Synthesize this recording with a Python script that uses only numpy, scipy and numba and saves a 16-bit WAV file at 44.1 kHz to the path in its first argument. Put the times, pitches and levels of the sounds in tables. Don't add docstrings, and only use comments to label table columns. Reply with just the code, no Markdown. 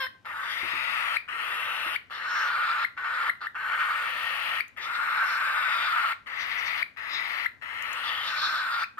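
import sys
import numpy as np
from scipy import signal
from scipy.fft import rfft, irfft, next_fast_len
from scipy.io import wavfile
from scipy.ndimage import uniform_filter1d, map_coordinates
from numba import njit

SR = 44100
rng = np.random.default_rng(int(sys.argv[2]) if len(sys.argv) > 2 else 0)


def file_out(sig):
    cols = np.atleast_2d(sig).T
    lim = np.clip(cols, -1, 1)
    pcm = np.round(lim * 32767).astype(np.int16)
    wavfile.write(sys.argv[1], SR, pcm)


N = 396459
TIME = np.arange(N) / SR


def undb(db):
    return 10 ** (np.asarray(db) / 20)


def unit(x):
    return x / np.sqrt(np.mean(x ** 2))


def curves(rows):
    s, *columns = np.transpose(rows)
    return [np.interp(TIME, s, column) for column in columns]


def over_frequency(rows):
    hz, *columns = np.transpose(rows)
    bins_hz = np.fft.rfftfreq(next_fast_len(N + SR, True), 1 / SR)
    return [np.interp(np.log(bins_hz + 1), np.log(hz), column) for column in columns]


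def filtered(x, response):
    size = next_fast_len(N + SR, True)
    return irfft(rfft(x, size) * response, size)[..., :N]


def colour(x, points):
    return unit(filtered(x, undb(over_frequency(points)[0])))


def walk(rate_hz):
    k = max(int(SR / rate_hz), 2)
    return unit(uniform_filter1d(uniform_filter1d(rng.standard_normal(N), k), k))


@njit
def resonance(x, hz, width_hz):
    y, band, low = np.empty(len(x)), 0., 0.
    for i in range(len(x)):
        g, k = np.tan(np.pi * hz[i] / SR), width_hz / hz[i]
        v = (band + g * (x[i] - low)) / (1 + g * (g + k))
        band, low, y[i] = 2 * v - band, low + 2 * g * v, k * v
    return y


# frequency in Hz, relative density in dB per Hz.
QUIET = [(20, -31), (55, -5), (100, 2), (170, -7), (240, -2.5), (400, -11.5), (1000, -13.5), (3000, -20.5),
         (15000, -43)]


def quiet_air(level_db=-64.5, side_db=2.4):
    shared = rng.standard_normal(N)
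    air = colour(shared + 1.07 * rng.standard_normal((2, N)), QUIET)
    return air * undb(level_db + side_db * np.array([[1], [-1]]))


# time in seconds, pitch in Hz, stack level in dB.
VOICED = [(0, 536, -45), (.004, 536, -28.5), (.045, 520, -27.5), (.056, 510, -33), (.065, 530, -33),
          (.07, 640, -55), (.075, 640, -100)]
# harmonic number, relative level in dB.
HARMONICS = [(1, -15.5), (2, -1.5), (3, 1), (4, -9), (5, -15), (6, -7.5), (7, -16), (8, -15.5), (9, -30),
             (10, -17)]
# frequency in Hz, relative level in dB.
MOUTH = [(220, -29.5), (400, -28), (680, -19), (1000, -11.5), (1600, -26), (1880, 4), (2250, -10.5),
         (2700, -7.5), (3100, -12), (4200, -41), (6500, -51)]
# frequency in Hz, relative level in dB.
AIR = [(4000, -15), (6200, -20), (7900, 2), (9000, 1.5), (10300, 6.5), (11200, 7.5), (12200, 9),
       (14000, -1), (15600, 2)]


def clear_note(rough=.02, hiss_db=-17, air_db=-24):
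    hz, level_db = curves(VOICED)
    phase = 2 * np.pi * np.cumsum(hz * (1 + rough * walk(810))) / SR
    stack = unit(sum(undb(db) * np.sin(k * phase) for k, (_, db) in enumerate(HARMONICS, 1)))
    puffs = rng.standard_normal(N) * (1 + np.cos(phase))
    hiss = undb(hiss_db) * colour(puffs, MOUTH) + undb(air_db) * colour(puffs, AIR)
    return undb(level_db) * (stack + hiss)


# time in seconds, top pitch in Hz, level in dB before gain_db.
NOTE_SQUEAK = (.066, 2000, -29)
# start in seconds, end in seconds, squeak top pitch in Hz,
# squeak level in dB before gain_db.
CALL_TIMES = [(.2475, 1.1655, 2450, -15), (1.2785, 1.957, 2350, -20), (2.099, 2.8445, 2150, -17),
              (2.968, 3.294, 2100, -15.5), (3.407, 3.467, 1950, -23), (3.5455, 4.603, 2430, -18),
              (4.765, 6.127, 2300, -28), (6.261, 6.824, 2400, -18), (6.964, 7.4585, 2100, -18),
              (7.614, 8.838, 2600, -25), (8.974, 9.3, 2200, -20)]


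def squeaks(rise=.42, glide_s=.0012, lead_s=.0017, late_s=.004, half_s=.0035,
            octave_db=-22, snap_db=-29, gain_db=1):
    out, air = np.zeros(N), colour(rng.standard_normal(N), AIR)
    for end, top_hz, db in [NOTE_SQUEAK] + [call[1:] for call in CALL_TIMES]:
        near = np.abs(TIME - end) < .02
        t = TIME[near] - end - late_s
        tension = 1 - rise / (1 + np.exp((t + lead_s) / glide_s))
        phase = 2 * np.pi * np.cumsum(top_hz * tension) / SR
        swell = undb(db + gain_db) * tension * np.exp(-(t / half_s) ** 2)
        whistle = np.sin(phase) + undb(octave_db) * np.sin(2 * phase)
        out[near] += swell * (whistle + undb(snap_db) * air[near])
    return out


def flutter(rate_hz=520, jitter=.4, scatter_db=2, noise_db=0):
    interval_chance, level_chance = rng.standard_normal((N // 20, 2)).T
    at = (np.cumsum(np.exp(jitter * interval_chance)) * SR / rate_hz).astype(int)
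    slaps = np.bincount(at[at < N], undb(scatter_db * level_chance)[at < N], N)
    return unit(unit(slaps - slaps.mean()) + undb(noise_db) * rng.standard_normal(N))


def valve(pop=.4, pop_s=.003, swell_s=.001, catch_s=.0055):
    flow = np.zeros(N)
    for start, end, *_ in CALL_TIMES:
        inside = (TIME >= start) & (TIME < end)
        age = TIME[inside] - start
        flow[inside] = pop * (age < pop_s) + 1 - np.exp(-np.maximum(age - catch_s, 0) / swell_s)
    return uniform_filter1d(flow, size=30)


# swell time constant in seconds, base levels in dB of windpipe
# (before a 2.72 dB cut), mouth, beak and air, first mouth Hz, later mouth Hz, whistle crest as a share of the call.
VOICING = [(0.19, -34.5, -32.5, -46.5, -54.5, 1170, 2470, .25),
           (0.1, -32.5, -33.5, -52, -54.5, 2430, 2740, .6),
           (0.17, -33.5, -33, -44.5, -57.5, 1410, 3700, 0.36),
           (0.11, -33.5, -30.5, -47, -58.5, 1870, 1650, 0.298),
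           (0.25, -35, -32.5, -36.5, -55, 1360, 2200, 0.37),
           (0.13, -33.5, -32.5, -49.5, -56, 2200, 2530, .15),
           (0.18, -33.5, -31.5, -47, -57.5, 1880, 2940, .5),
           (0.11, -36, -32.5, -47, -59, 1820, 2200, 0.3006),
           (0.12, -36, -33.5, -47.5, -60, 1680, 2150, 0.304),
           (0.19, -35.5, -33, -51, -57.5, 1920, 3100, .66),
           (0.17, -31.5, -37.5, -60, -56, 1100, 2200, 0.79)]


def current_call():
    rows = np.hstack([np.array(CALL_TIMES)[:, :2], VOICING])
    return rows.T[:, np.searchsorted(rows[1:, 0] - .001, TIME)]


# down in seconds, up in seconds, change in dB of windpipe,
# mouth, beak and air.
BOWS = [(0.315, .48, 7, -3.5, -4.5, -1.5), (2.25, 4.04, 8.5, -3, -1, 0), (4.867, 6.176, 9, -3, -1, 2),
        (8.3, 9.4, 9, -7, 7, 0.5)]


def bowing(bow_s=.026):
    down, up, *levels_db = np.transpose(BOWS)
    lowered = np.tanh((TIME - down[:, None]) / (2 * bow_s))
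    raised = np.tanh((TIME - up[:, None]) / (2 * bow_s))
    bows = (lowered - raised) / 2
    return bows.sum(axis=0), np.array(levels_db) @ bows


# centre in seconds, half length in seconds,
# windpipe change in dB, mouth change in dB.
SURGES = [(0.562, 0.057, -1, -1.5), (1.104, 0.32, 4, 0.5), (2.377, 0.12, 1, 1.5), (3.813, 0.061, 2.5, 3),
          (4.154, 0.068, -1, -1.5), (4.8, 0.049, -3.5, 0.5), (5.224, 0.063, 3, 0), (5.507, 0.073, 1, 1.5),
          (5.674, 0.039, 1, 4.5), (7.98, 0.1, 4, -2), (8.102, 0.03, 2.5, 1.5)]


def surging():
    s, half_s, *levels_db = np.transpose(SURGES)
    distance = np.minimum(np.abs(TIME - s[:, None]) / half_s[:, None], 10)
    return np.array(levels_db) @ np.exp(-distance ** 2)


# centre in seconds, half length in seconds, beak resonance in Hz,
# beak ring change in dB, hiss level in dB at the widest.
GAPES = [(0.525, 0.092, 3180, 11, -58), (1.656, .1, 3300, -11, -72), (2.152, 0.035, 3650, 10.5, -66),
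         (2.375, 0.098, 3880, 4, -48), (4.842, .033, 3630, 14, -53.5), (4.957, 0.019, 4000, 14, -70),
         (5.307, 0.075, 4300, 7, -53), (5.807, 0.19, 3640, 8, -75), (6.414, 0.027, 4000, 11.5, -50.5),
         (6.52, 0.016, 4000, 7.5, -64), (6.593, .018, 4070, -3, -50), (6.67, 0.016, 4100, 5, -49),
         (7.152, 0.037, 3750, 14.5, -54), (8.077, .045, 3440, 15.5, -65), (8.287, .05, 3750, 10.5, -54),
         (8.453, .12, 4170, 10.5, -49.5), (8.825, .04, 4300, 5.5, -57)]
BEAK_REST_HZ = 3994


def gaping():
    pull_hz, total, ring_change_db, hiss = np.zeros((4, N))
    for s, half_s, hz, change_db, hiss_db in GAPES:
        near = np.abs(TIME - s) < np.pi * half_s
        opening = np.exp(-((TIME[near] - s) / half_s) ** 2)
        total[near] += opening
        pull_hz[near] += opening * (hz - BEAK_REST_HZ)
        ring_change_db[near] += opening * change_db
        hiss[near] += opening * undb(hiss_db)
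    return BEAK_REST_HZ + pull_hz / np.maximum(total, 1), ring_change_db, hiss


def self_limited(x, strength=.36):
    power = uniform_filter1d(x ** 2, size=260) + 1e-9
    return unit(x / power ** (strength / 2))


# frequency in Hz, relative level in dB.
THROAT = [(200, -59), (400, -36.5), (660, -23.5), (830, -11), (1150, 4.5), (1380, 8), (1600, 1.5),
          (1750, -4), (3500, -71)]


def windpipe(source, centre_hz, mouth_db, whistle=11.3, drift=.028, roughness=.042):
    hz = centre_hz * (1 + drift * walk(48.1))
    tone = np.sqrt(2) * np.sin(2 * np.pi * np.cumsum(hz * (1 + roughness * walk(700))) / SR)
    ring = unit(resonance(flutter(), hz, 75.0))
    lock = whistle * np.clip(-mouth_db / 9, .2, 1)
    ring = (ring + lock * tone) / np.sqrt(1 + lock ** 2)
    share = np.clip(.3 - .036 * mouth_db, .25, .65)
    return self_limited(np.sqrt(1 - share) * colour(source, THROAT) + np.sqrt(share) * ring)


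def cavity(source, points, hz, width_hz, ring_db):
    once = resonance(flutter(), hz, float(width_hz))
    ring = unit(resonance(once, hz, float(width_hz)))
    return unit(colour(source, points) + undb(ring_db) * ring)


def low_hollow(source, age, start_hz=474, rise_hz_per_s=133, width_hz=330):
    hz = start_hz + rise_hz_per_s * age
    once = resonance(source, hz, float(width_hz))
    return unit(resonance(once, hz, float(width_hz)))


WINDPIPE_SWELL_DB, MOUTH_SWELL_DB, BEAK_SWELL_DB, AIR_SWELL_DB = 9, 9.5, 16, 14.5
WAVER_DB, WAVER_HZ = 1.22, 47
HOLLOW_DB, HOLLOW_BOWED_DB = -23, -3
WINDPIPE_HZ, ARCH_HZ, ARCH_SHARE = 1387.6, 114.3, .3
GLIDE_SHARE, BOW_HOLDBACK = .54, .58
BURST_DB, BURST_S = 3.5, .022
# frequency in Hz, relative level in dB.
BEAK = [(2200, -12), (3100, 0.5), (3650, 11.5), (4200, -3), (5100, 2.5), (6000, -35), (8000, -44)]
# frequency in Hz, relative level in dB.
GAPE = [(3000, -22), (4400, -10), (5400, 12), (6600, -2), (8000, -19), (10000, -57), (14000, -11)]


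def rasp():
    start, end, swell_s, pipe_db, mouth_db, beak_db, air_db, first_hz, later_hz, crest = current_call()
    age = np.maximum(TIME - start, 0)
    progress = age / (end - start)
    slack = np.exp(-age / swell_s)
    bow, (bow_pipe_db, bow_mouth_db, bow_beak_db, bow_air_db) = bowing()
    push_pipe_db, push_mouth_db = surging()
    beak_hz, ring_change_db, gape = gaping()

    pipe_db = pipe_db - WINDPIPE_SWELL_DB * slack
    hollow_db = pipe_db + HOLLOW_DB + HOLLOW_BOWED_DB * bow
    pipe_db = pipe_db + bow_pipe_db + push_pipe_db + bow * WAVER_DB * walk(WAVER_HZ)
    mouth_db = mouth_db - MOUTH_SWELL_DB * slack + bow_mouth_db + push_mouth_db
    mouth_db = mouth_db + bow * WAVER_DB * walk(WAVER_HZ)
    beak_db = beak_db - BEAK_SWELL_DB * slack + bow_beak_db + ring_change_db
    air_db = air_db - AIR_SWELL_DB * slack + bow_air_db

    pipe_hz = WINDPIPE_HZ + ARCH_HZ * np.exp(-((progress - crest) / ARCH_SHARE) ** 2)
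    glide = np.sin(np.pi / 2 * np.minimum(progress / GLIDE_SHARE, 1)) ** 2 * (1 - BOW_HOLDBACK * bow)
    mouth_hz = first_hz + (later_hz - first_hz) * glide
    air_hz = np.interp(mouth_db - pipe_db, [-5, 0, 5], [7900, 11000, 13000])

    source = flutter(noise_db=3)
    voice = undb(pipe_db - 2.72) * windpipe(source, pipe_hz, mouth_db - pipe_db)
    voice += undb(mouth_db) * cavity(source, MOUTH, mouth_hz, width_hz=808, ring_db=-.5)
    voice += undb(beak_db + 2 * walk(40)) * cavity(flutter(), BEAK, beak_hz, width_hz=820, ring_db=1)
    hiss = cavity(flutter(noise_db=-17), AIR, air_hz, width_hz=3900, ring_db=-4.5)
    voice += undb(air_db + .5 * walk(34)) * hiss
    voice += undb(hollow_db) * low_hollow(source, age)
    voice += gape * colour(flutter(), GAPE)
    burst = undb(BURST_DB * np.exp(-(age / BURST_S) ** 2))
    return voice * burst * valve()


def strikes(events, ring):
    blows = np.zeros(N)
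    for s, db in events:
        blows[int(s * SR)] = undb(db)
    return signal.fftconvolve(blows, ring / np.abs(ring).max())[:N]


# time in seconds, peak in dB.
STEPS = [(.632, -37), (.735, -41), (1.863, -42), (8.527, -50)]
# frequency in Hz, relative level in dB, t60 in seconds.
WOOD_MODES = [(95, -8, 0.32), (252, -8, 0.29), (329, 3, 0.17), (379, 4.5, 0.13)]


def footfalls():
    t = TIME[:SR // 4]
    wood = sum(undb(db - 60 * t / t60) * np.sin(2 * np.pi * hz * t) for hz, db, t60 in WOOD_MODES)
    return strikes(STEPS, wood)


# time in seconds, peak in dB.
TICKS = [(4.681, -42), (7.824, -31), (7.931, -28)]


def ticks(decay_s=.00098):
    t = TIME[:SR // 4]
    crack = np.diff(rng.standard_normal(len(t) + 1)) * np.exp(-t / decay_s)
    return strikes(TICKS, crack)


ROOM_T60_S, ROOM_TREBLE_T60_S, ROOM_DB, EARLY_DB = .32, .25, -11, -7.5


def room(x, early_s=.0033, first_s=.0016, treble_hz=3500, treble_db=3, early_treble_db=5):
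    t = TIME[:SR // 2]
    noise = rng.standard_normal((2, len(t)))
    low = signal.sosfilt(signal.butter(2, treble_hz, fs=SR, output="sos"), noise)
    high = -signal.sosfilt(signal.butter(2, treble_hz, "high", fs=SR, output="sos"), noise)
    tail = low * undb(-60 * t / ROOM_T60_S) + high * undb(treble_db - 60 * t / ROOM_TREBLE_T60_S)
    tail *= t > .008
    tail /= np.sqrt(np.sum(undb(-120 * t / ROOM_T60_S)))
    early = (low + undb(early_treble_db) * high) * np.exp(-t / early_s) * (t > first_s)
    early /= np.sqrt(early_s * SR / 2)
    answer = undb(ROOM_DB) * tail + undb(EARLY_DB) * early
    return signal.fftconvolve(x[None], answer, axes=1)[:, :N]


def glance(x, lag_s=.000696, sway=.079, strength=.88, above_hz=4500):
    treble = signal.sosfilt(signal.butter(2, above_hz, "high", fs=SR, output="sos"), x)
    lag = lag_s * np.exp(sway * walk(2.5))
    return x + strength * np.interp(TIME - lag, TIME, treble)


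# time in seconds, left minus right in dB before scene() takes off 4 and scales by 0.63.
HEAD = [(.26, 4), (.7, 10.5), (1.28, 9), (1.7, 4), (2.0, 7), (2.25, 3), (3.9, 3.5), (4.5, 6.5), (5.2, 5),
        (6.2, 6), (6.4, 12.5), (7.5, 13), (8.2, 4)]
# frequency in Hz, left minus right in dB, radians by which left leads.
PORTS = [(100, 33, 2.5), (252, 2, 0.2), (534, -10.5, 0.8), (664, -1.5, 2), (970, 5, 0.73),
         (1237, -0.5, 1.35), (1700, 3, -0.17), (1976, 12, 3.5), (2440, 15.5, 0.3), (3760, 0.5, 1.83),
         (4860, 6.5, 1.42), (8200, -3, 4), (12500, 5, 4.5), (15100, -2, 5.5)]


def scene():
    air = quiet_air()
    bird = clear_note() + squeaks() + rasp() + footfalls() + ticks()
    side = np.array([[1], [-1]])
    balance_db, lead_rad = over_frequency(PORTS)
    gains = undb(side * balance_db / 2)
    gains /= np.sqrt(np.mean(gains ** 2, axis=0))
    direct = filtered(bird, gains * np.exp(1j * side * lead_rad / 2))
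    turn_db = .63 * (curves(HEAD)[0] - 4)
    advances_s = side * turn_db * 8e-6
    shifted = [map_coordinates(port, [(TIME + advance_s) * SR], order=3)
               for port, advance_s in zip(direct, advances_s)]
    direct = np.array([glance(port) for port in shifted])
    direct *= undb(turn_db * np.array([[.3], [-.7]]))
    return direct + filtered(room(bird), gains ** .34) + air


def record(dry, top_hz=15550):
    return signal.sosfilt(signal.ellip(10, .2, 80, top_hz, fs=SR, output="sos"), dry)


dry = scene()
out = record(dry)
file_out(out)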